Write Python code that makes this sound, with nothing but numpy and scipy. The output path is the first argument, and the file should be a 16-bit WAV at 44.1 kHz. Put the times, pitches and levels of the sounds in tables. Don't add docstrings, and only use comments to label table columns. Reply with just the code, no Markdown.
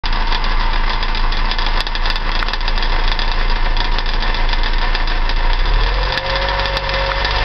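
import sys
import numpy as np
from scipy import signal
from scipy.fft import rfft, irfft, next_fast_len
from scipy.io import wavfile
from scipy.ndimage import uniform_filter1d, map_coordinates

SR = 44100
rng = np.random.default_rng(int(sys.argv[2]) if len(sys.argv) > 2 else 0)


def transcribe(u):
    v = np.clip(np.atleast_2d(u).T, -1, 1)
    q = np.round(v * 32767).astype(np.int16)
    wavfile.write(sys.argv[1], SR, q)


N = 328104
IDLE_HZ = 27.5


def amp(db):
    return 10 ** (np.asarray(db) / 20)


def unit(x):
    return x / np.sqrt(np.mean(x ** 2) + 1e-20)


def along(points, hz):
    f, values = np.transpose(points)
    return np.interp(np.log(hz + 1), np.log(f + 1), values)


def curves(rows):
    times, *columns = np.transpose(rows)
    return [np.interp(np.arange(N) / SR, times, column) for column in columns]


def wobble(rate):
    return map_coordinates(rng.standard_normal(int(N * rate / SR) + 4), [np.arange(N) * rate / SR])


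def filtered(x, gain):
    size = next_fast_len(N + SR // 2)
    return irfft(rfft(x, size) * gain(np.fft.rfftfreq(size, 1 / SR)), size)[:N]


def add(track, start_s, sound):
    part = track[max(round(start_s * SR), 0):][:len(sound)]
    part += sound[:len(part)]


def resonance_db(resonances, hz):
    return sum(lift / (1 + (2 * (hz - f) / width) ** 2) for f, width, lift in resonances)


def struck(force, spectrum, resonances, coupling=1, size=8192):
    hz = np.fft.rfftfreq(size, 1 / SR)
    db = along(spectrum, hz) + coupling * resonance_db(resonances, hz)
    db -= 40 * np.clip(hz / 6300 - 1, 0, 1)
    cepstrum = irfft(np.log(amp(db)))[:size // 2]
    causal = 2 * cepstrum * (np.arange(size // 2) > 0)
    ring = irfft(np.exp(rfft(causal, size)))
    return signal.oaconvolve(force, ring / np.linalg.norm(ring))[:N]


def scattered(envelope):
    x = envelope * rng.standard_normal(len(envelope))
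    for _ in range(6):
        x = irfft(np.exp(1j * np.angle(rfft(x))), len(x))
        x = x * envelope / np.sqrt(np.abs(uniform_filter1d(x * x, size=64)) + 1e-20)
    return x


def bay_reverb(x, t60, wet_db):
    t = np.arange(SR // 4) / SR
    tail = rng.standard_normal(len(t)) * amp(-60 * t / t60) * (t > .003)
    return x + amp(wet_db) * signal.fftconvolve(x, tail / np.linalg.norm(tail))[:N]


# time in seconds, place from 0 (over the manifold) to 1 (by the wing).
MIC_PATH = [(0, 0), (1.2, 0), (1.9, 0.53), (3.2, 0.41), (4.2, 1), (7.44, 0.94)]
# frequency in Hz, width in Hz, lift in dB over the manifold, lift in dB by the wing.
METAL_MODES = [(538.2, 30, 4.5, 10), (664, 40, -5.5, -3.5), (728, 33, 4, 6.5), (893, 58, 10, 6.5),
               (962.5, 24, 5.5, 10.5), (1020, 42, 6.5, 3.5), (1106, 31, 3, 4.5), (1164, 71, 5.5, 0),
               (1270, 79, -7.5, -3), (1681, 29, 5.5, 6), (1764, 35, -0.5, 10.5), (1823, 45, 5, 7.5),
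               (1980, 45, 8, 0.5), (2043, 47, 8, 9), (2095, 33, 5.5, 4), (2210, 72, -5, -1),
               (2660, 37, 5, 7), (3360, 66, 6, 5), (3490, 59, -0.5, 8.5), (4910, 100, 10, 7)]
def engine_metal(force, spectrum, coupling=1):
    place = curves(MIC_PATH)[0]
    manifold = struck(force, spectrum, [(hz, width, db) for hz, width, db, _ in METAL_MODES], coupling)
    wing = struck(force, spectrum, [(hz, width, db) for hz, width, _, db in METAL_MODES], coupling)
    return (1 - place) * manifold + place * wing


# start in seconds, level in dB.
CASE_KNOCKS = [(2.4272, 5.5), (7.1172, 4)]
# frequency in Hz, level in dB, time to fall 60 dB in seconds.
CASE_MODES = [(670, -18, 0.018), (1257, -4, 0.013), (1414, -3.5, 0.016), (1820, -1, 0.009),
              (3400, -13, 0.007)]
def case_knocks():
    t = np.arange(SR // 16) / SR
    ring = sum(amp(db - 60 * t / t60) * np.sin(2 * np.pi * hz * t) for hz, db, t60 in CASE_MODES)
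    attack = 1 - np.exp(-t / 0.00081)
    track = np.zeros(N)
    for start, db in CASE_KNOCKS:
        noise = 0.35 * amp(-60 * t / 0.016) * rng.standard_normal(len(t))
        add(track, start, amp(db) * attack * (ring + noise))
    return track


# multiple of the firing rate, level in dB.
BELT_TONES = [(9, -7), (10.5, -10.5), (11.5, 0.5), (12.5, -6), (20.5, -11), (23, -4), (24, -8.5)]
# frequency in Hz, width in Hz, lift in dB.
BELT_MODES = [(453.5, 80, 14), (537, 49, 18.9), (1010, 40, 19)]
def belt_whine(firing_hz, firings):
    flutter = 0.16 * wobble(30) + 0.12 * wobble(80)
    drive_db = -58.5 + 16.5 * np.log2(firing_hz / IDLE_HZ)
    whine = np.zeros(N)
    for order, db in BELT_TONES:
        level = amp(drive_db + db + resonance_db(BELT_MODES, order * firing_hz) + 0.74 * wobble(22))
        whine += level * np.sin(2 * np.pi * (order * firings + rng.random()) + flutter)
    return np.sqrt(2) * whine


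# time in seconds, level in dB.
PISTON_SLAPS = [(0.323, -12), (0.759, -10), (0.836, -13.5), (1.081, -13), (1.665, -9), (2.292, -8.5),
                (2.962, -11), (3.412, -11.5), (3.559, -14), (3.66, -13), (4.299, -14), (4.4, -17.5),
                (4.659, -13), (5.001, -11), (5.497, -13.5)]
# frequency in Hz, level in dB.
SLAP_SPECTRUM = [(300, -10.5), (700, -1), (1200, 0), (2000, -1), (3000, -9), (6000, -16)]
def piston_slaps(level_db=-2.5, rise_s=.001, t60=.055):
    t = np.arange(SR // 12) / SR
    envelope = (1 - np.exp(-t / rise_s)) * amp(-60 * t / t60)
    force = np.zeros(N)
    for time, db in PISTON_SLAPS:
        add(force, time - rise_s, amp(level_db + db) * scattered(envelope))
    return engine_metal(force, SLAP_SPECTRUM, coupling=0.7)


# time in seconds, level in dB.
BOOM_LEVELS = [(0, -14.5), (5.4, -14), (5.63, -10.5), (6.08, -18), (6.17, -38.5), (6.33, -21),
               (7.44, -20.5)]
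# multiple of the
# firing rate, level in dB.
OVERTONES = [(2, -37.5), (3, -46.5), (4, -50), (5.17, -56.5), (6, -55), (7, -52.5), (8, -50.5), (9, -52),
             (10, -49.5), (11, -49), (12, -45.5), (13, -51), (14.5, -46.5)]
# frequency in Hz, width in Hz, lift in dB.
AIR_MODES = [(94, 7.9, 5), (112.7, 13, 9.5), (140.9, 22, 13), (218.4, 11, 11), (293, 11, -2)]
# time in seconds, boost in dB, an unused level in dB.
THROTTLE_LOAD = [(0, -1, -1), (5.35, -2, -2), (5.5, 0.5, 4), (5.66, 7.5, 10.5), (5.85, 0.5, -2),
                 (6.3, -3, -2), (7.25, -2.5, -2), (7.44, 2.5, 5)]
# frequency in Hz, level in dB.
RUMBLE_SPECTRUM = [(8, -17.5), (18, 4.5), (35, 1.5), (60, -20), (100, -22), (200, -33.5), (500, -87.5)]
def exhaust(firing_hz, firings, hum_db=0.27, rumble_db=-24.5):
    load_db = curves(THROTTLE_LOAD)[0]
    note = -amp(curves(BOOM_LEVELS)[0]) * np.sin(2 * np.pi * firings)
    for order, db in OVERTONES:
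        air_db = resonance_db(AIR_MODES, order * firing_hz)
        boost_db = load_db * 2 / order
        level = amp(hum_db + db + air_db + boost_db + 1.7 * wobble(9))
        note += level * np.sin(2 * np.pi * (order * firings + rng.random()) + 0.3 * wobble(13))
    rumble = unit(filtered(rng.standard_normal(N), lambda hz: amp(along(RUMBLE_SPECTRUM, hz))))
    return np.sqrt(2) * note + amp(rumble_db + load_db) * rumble


def contacts(rate):
    return unit((rng.random(N) < rate / SR) * rng.standard_normal(N))


def cam_contacts(firings, jitter_s, count=170):
    angles, strengths = 4 * rng.random(count), rng.uniform(-1, 1, count)
    due = np.arange(0, firings[-1], 4)[:, None] + angles
    samples = np.interp(due, firings, np.arange(N), right=2 * N)
    samples += jitter_s * SR * rng.standard_normal(due.shape)
    sizes = strengths * amp(1.8 * rng.standard_normal(due.shape))
    return unit(np.bincount(np.abs(samples).astype(int).ravel(), sizes.ravel(), N)[:N])


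def valve_seating(firings, spread_db, t60):
    closings = np.flatnonzero(np.diff(np.floor(2 * firings)))
    strengths = amp(spread_db * np.clip(rng.standard_normal(len(closings)), -2, 2))
    decay = amp(-60 * np.arange(SR // 8) / SR / t60)
    return unit(signal.fftconvolve(np.bincount(closings, strengths, N), decay)[:N])


def valve_lash(depth_db, lead_s):
    t = np.arange(N) / SR
    due = np.append(np.sort(np.array(HARD_TICKS)[:, 0]), N)
    wait = due[np.searchsorted(due, t)] - t
    return amp(-depth_db * np.exp(-wait / lead_s))


# shaft angle in firings, level in dB.
CAM_LOAD = [(0, 3), (.4, 3.5), (.9, 5.5), (1.35, 3), (1.6, 3), (2, 5.5), (2.5, 2), (3, 1.5), (3.3, -2),
            (3.55, 5.5), (3.8, 1.5)]
# frequency in Hz, level in dB.
BLOCK_SPECTRUM = [(40, -4), (90, -2), (170, -7), (290, -6), (400, -2), (650, -3.5), (1000, 1), (1500, -2),
                  (2300, -7.5), (3500, -10.5), (6000, -18)]
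GEAR_SPECTRUM = [(300, -17.5), (900, -6), (1800, 4), (2800, 4.5), (3500, 1.5), (4200, -1.5), (4900, 0.5),
                 (6000, 2.5)]
# time in seconds, then gains in dB for the block, its low band and the valve gear.
CLATTER_LEVELS = [(0, 0.5, -3, -1.5), (1.5, -0.3, -2, 0.5), (2.4, 1.1, -0.5, 2), (3.8, -1.5, 1.5, 1.5),
                  (5, 0, 0, 1.8), (5.7, -3, 0, -3.5), (6, -4, 0.5, -6.5), (6.3, -0.5, -.5, 0),
                  (7.44, -1, -2, 2.5)]
def clatter(firing_hz, firings):
    evening = IDLE_HZ / firing_hz
    load_db = np.interp(firings, *np.transpose(CAM_LOAD), period=4)
    load_db = load_db.mean() + (load_db - load_db.mean()) * evening
    flurry = np.abs(valve_seating(firings, spread_db=3.5, t60=0.14)) ** evening
    slack = valve_lash(depth_db=3.5, lead_s=0.007)
    knocking = 0.67 * cam_contacts(firings, jitter_s=.00005) + 0.72 * contacts(rate=2000)
    rattling = .5 * cam_contacts(firings, jitter_s=.0001) + 0.63 * contacts(rate=6000)
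    knocking *= slack * amp(0.88 * load_db + wobble(14) * evening) * np.hypot(1, 0.53 * flurry)
    rattling *= slack * amp(load_db) * np.hypot(1, 2.4 * flurry)
    block = engine_metal(knocking, BLOCK_SPECTRUM)
    block = unit(bay_reverb(block, t60=0.14, wet_db=-5.5))
    gear = engine_metal(rattling, GEAR_SPECTRUM, coupling=0.61)
    gear = unit(bay_reverb(gear, t60=0.077, wet_db=0))
    block_db, low_db, gear_db = curves(CLATTER_LEVELS)
    low_band = filtered(block, lambda hz: 1 / (1 + (hz / 620) ** 8))
    block += (amp(low_db) - 1) * low_band
    octaves = np.log2(firing_hz / IDLE_HZ)
    return amp(-23 + 3 * octaves + block_db) * block + amp(-31.5 + 1.6 * octaves + gear_db) * gear


def light_ticks(firings, tries_per_cycle=7, chance=.6):
    cycles = np.repeat(np.arange(0, firings[-1], 4), tries_per_cycle)
    draw, offset = rng.random((len(cycles), 2)).T
    angles = (cycles + 3.3 + 3 * offset)[draw < chance]
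    return [(start, -26.5 + 0.5 * rng.standard_normal()) for start in np.searchsorted(firings, angles) / SR]


def blow(t, rise_s=0.0016):
    age = np.maximum(t, 0) / rise_s
    return age * np.exp(1 - age)


# start in seconds, level in dB.
HARD_TICKS = [(0.0557, -11.5), (0.1258, -19.5), (0.1986, -24), (0.2705, -19.5), (0.3234, -13.5),
              (0.3462, -8.5), (0.4404, -15.5), (0.5955, -26), (0.6095, -21), (0.7314, -19.5), (0.758, -21),
              (0.8946, -16.5), (0.932, -17.5), (1.027, -11), (1.081, -24), (1.147, -16.5), (1.1722, -13.5),
              (1.1945, -22), (1.322, -15.5), (1.3691, -17.5), (1.5132, -8), (1.5844, -11), (1.6198, -15.5),
              (1.6634, -13.5), (1.7736, -19), (1.8047, -4), (1.8663, -7.5), (1.9512, -9.5), (2.0558, -13.5),
              (2.1004, -7.5), (2.1569, -9.5), (2.3156, -16), (2.3509, -14.5), (2.3902, -15),
              (2.4836, -10.5), (2.5334, -4), (2.6058, -16), (2.6787, -11), (2.777, -12.5), (2.8245, -12.5),
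              (2.92, -21), (2.9619, -24), (3.0372, -22), (3.0771, -14.5), (3.116, -9), (3.19, -11.5),
              (3.2176, -12.5), (3.2774, -17), (3.3152, -12), (3.4976, -18), (3.557, -21), (3.7654, -18),
              (3.803, -10), (3.843, -15), (3.984, -9), (4.0583, -19), (4.089, -13.5), (4.135, -15.5),
              (4.223, -14.5), (4.277, -21.5), (4.3433, -14), (4.4886, -14.5), (4.5291, -9.5), (4.6326, -16),
              (4.659, -16), (4.6786, -21), (4.7329, -19), (4.7819, -19.5), (4.8138, -19), (4.9495, -9),
              (5.0737, -17), (5.098, -21), (5.2918, -12.5), (5.361, -21.5), (5.5315, -13), (5.59, -19.5),
              (5.6543, -19.5), (5.7358, -17.5), (5.8339, -16.5), (5.862, -17.5), (5.9401, -20),
              (6.0292, -17.5), (6.051, -20.5), (6.1219, -14.5), (6.138, -15), (6.1743, -5), (6.261, -16),
              (6.2962, -12), (6.355, -12.5), (6.414, -18), (6.485, -14), (6.5942, -11.5), (6.6553, -11),
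              (6.7688, -4), (6.891, -11.5), (6.9373, -12), (7.061, -16.5), (7.2459, -7), (7.3076, -12),
              (7.3598, -18), (7.3829, -15)]
# frequency in Hz, width in Hz, lift in dB.
TAPPET_MODES = [(901, 210, 10.5), (1080, 57, 6), (1480, 100, 5.5), (1739, 110, 12), (1850, 70, 8),
                (2006, 120, 2), (2415, 70, 10.5), (2663, 52, 12), (3010, 95, 4.5), (3310, 100, 9.5),
                (3494, 120, 11.5), (3763, 130, 5.5), (4646, 56, 3.5), (4890, 150, 9)]
# frequency in Hz, level in dB.
TICK_SPECTRUM = [(300, -2), (600, -4.5), (1000, -4), (2000, -2), (2800, -1.5), (3500, 0.5), (4200, 2),
                 (5100, 0.5), (6000, 4.5)]
TICK_BODY_SPECTRUM = [(300, -11), (650, -11), (870, 6.5), (1100, -4.5), (1400, -6), (1800, -2.5),
                      (2500, -2), (5000, -32)]
def valve_ticks(firings, rebound_s=.0058, tail_t60=0.12, shake_t60=0.11):
    t = np.arange(SR // 8) / SR
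    strike = np.hypot(blow(t), amp(-5.5) * blow(t - rebound_s))
    envelope = np.hypot(strike, amp(-13.5 - 60 * t / tail_t60))
    manifold, wing = scattered(envelope), scattered(envelope)
    force, shake = np.zeros(N), np.zeros(N)
    for start, db in list(HARD_TICKS) + light_ticks(firings):
        blend = np.pi / 2 * np.interp(start, *np.transpose(MIC_PATH))
        variation = .5 * envelope * rng.standard_normal(len(t))
        add(force, start, amp(db) * (np.cos(blend) * manifold + np.sin(blend) * wing + variation))
        add(shake, start, amp(db - 8 - 60 * t / shake_t60) * (1 - np.exp(-t / 0.0033)))
    force += shake * contacts(rate=8200)
    ring = struck(force, TICK_SPECTRUM, TAPPET_MODES)
    body = struck(force, TICK_BODY_SPECTRUM, TAPPET_MODES)
    return ring + amp(-17) * body


# time in seconds, firing rate in Hz.
FIRING_RATE = [(0, 27.24), (.4, 27.39), (2.2, 27.43), (2.7, 27.69), (3.3, 27.44), (4.2, 27.57),
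               (5.38, 27.67), (5.55, 29.5), (5.68, 33.2), (5.77, 37), (5.88, 40.7), (5.98, 43.1),
               (6.1, 44.9), (6.25, 46.5), (6.5, 47.7), (6.9, 47.15), (7.15, 47.3), (7.3, 49.1),
               (7.44, 52.2)]
def scene():
    firing_hz = curves(FIRING_RATE)[0]
    firings = np.cumsum(firing_hz) / SR
    engine = exhaust(firing_hz, firings) + belt_whine(firing_hz, firings)
    engine += clatter(firing_hz, firings) + valve_ticks(firings) + piston_slaps()
    return (engine + case_knocks())[None]


def gain_control(x, threshold_db, share, release_db_per_s):
    over_db = share * np.maximum(20 * np.log10(np.abs(x) + 1e-9) - threshold_db, 0)
    recovery = release_db_per_s * np.arange(N) / SR
    cut_db = np.maximum.accumulate(over_db + recovery) - recovery
    return x * amp(-uniform_filter1d(cut_db, size=40, origin=4))


# frequency in Hz, gain in dB.
MIC_RESPONSE = [(4900, -0.5), (5300, -4), (5700, -17), (6000, -23), (6300, -42.5), (6800, -69.5)]
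def record(dry, top_hz=16500):
    x = filtered(dry[0], lambda hz: amp(along(MIC_RESPONSE, hz)))
    x = gain_control(x, threshold_db=-5.5, share=0.75, release_db_per_s=43.5)
    x = np.clip(x, -.73, .73)
    fade_in = np.clip((np.arange(N) / SR - .035) / .003, 0, 1)
    return filtered(x * fade_in, lambda hz: hz < top_hz)[None]


dry = scene()
out = record(dry)
transcribe(out)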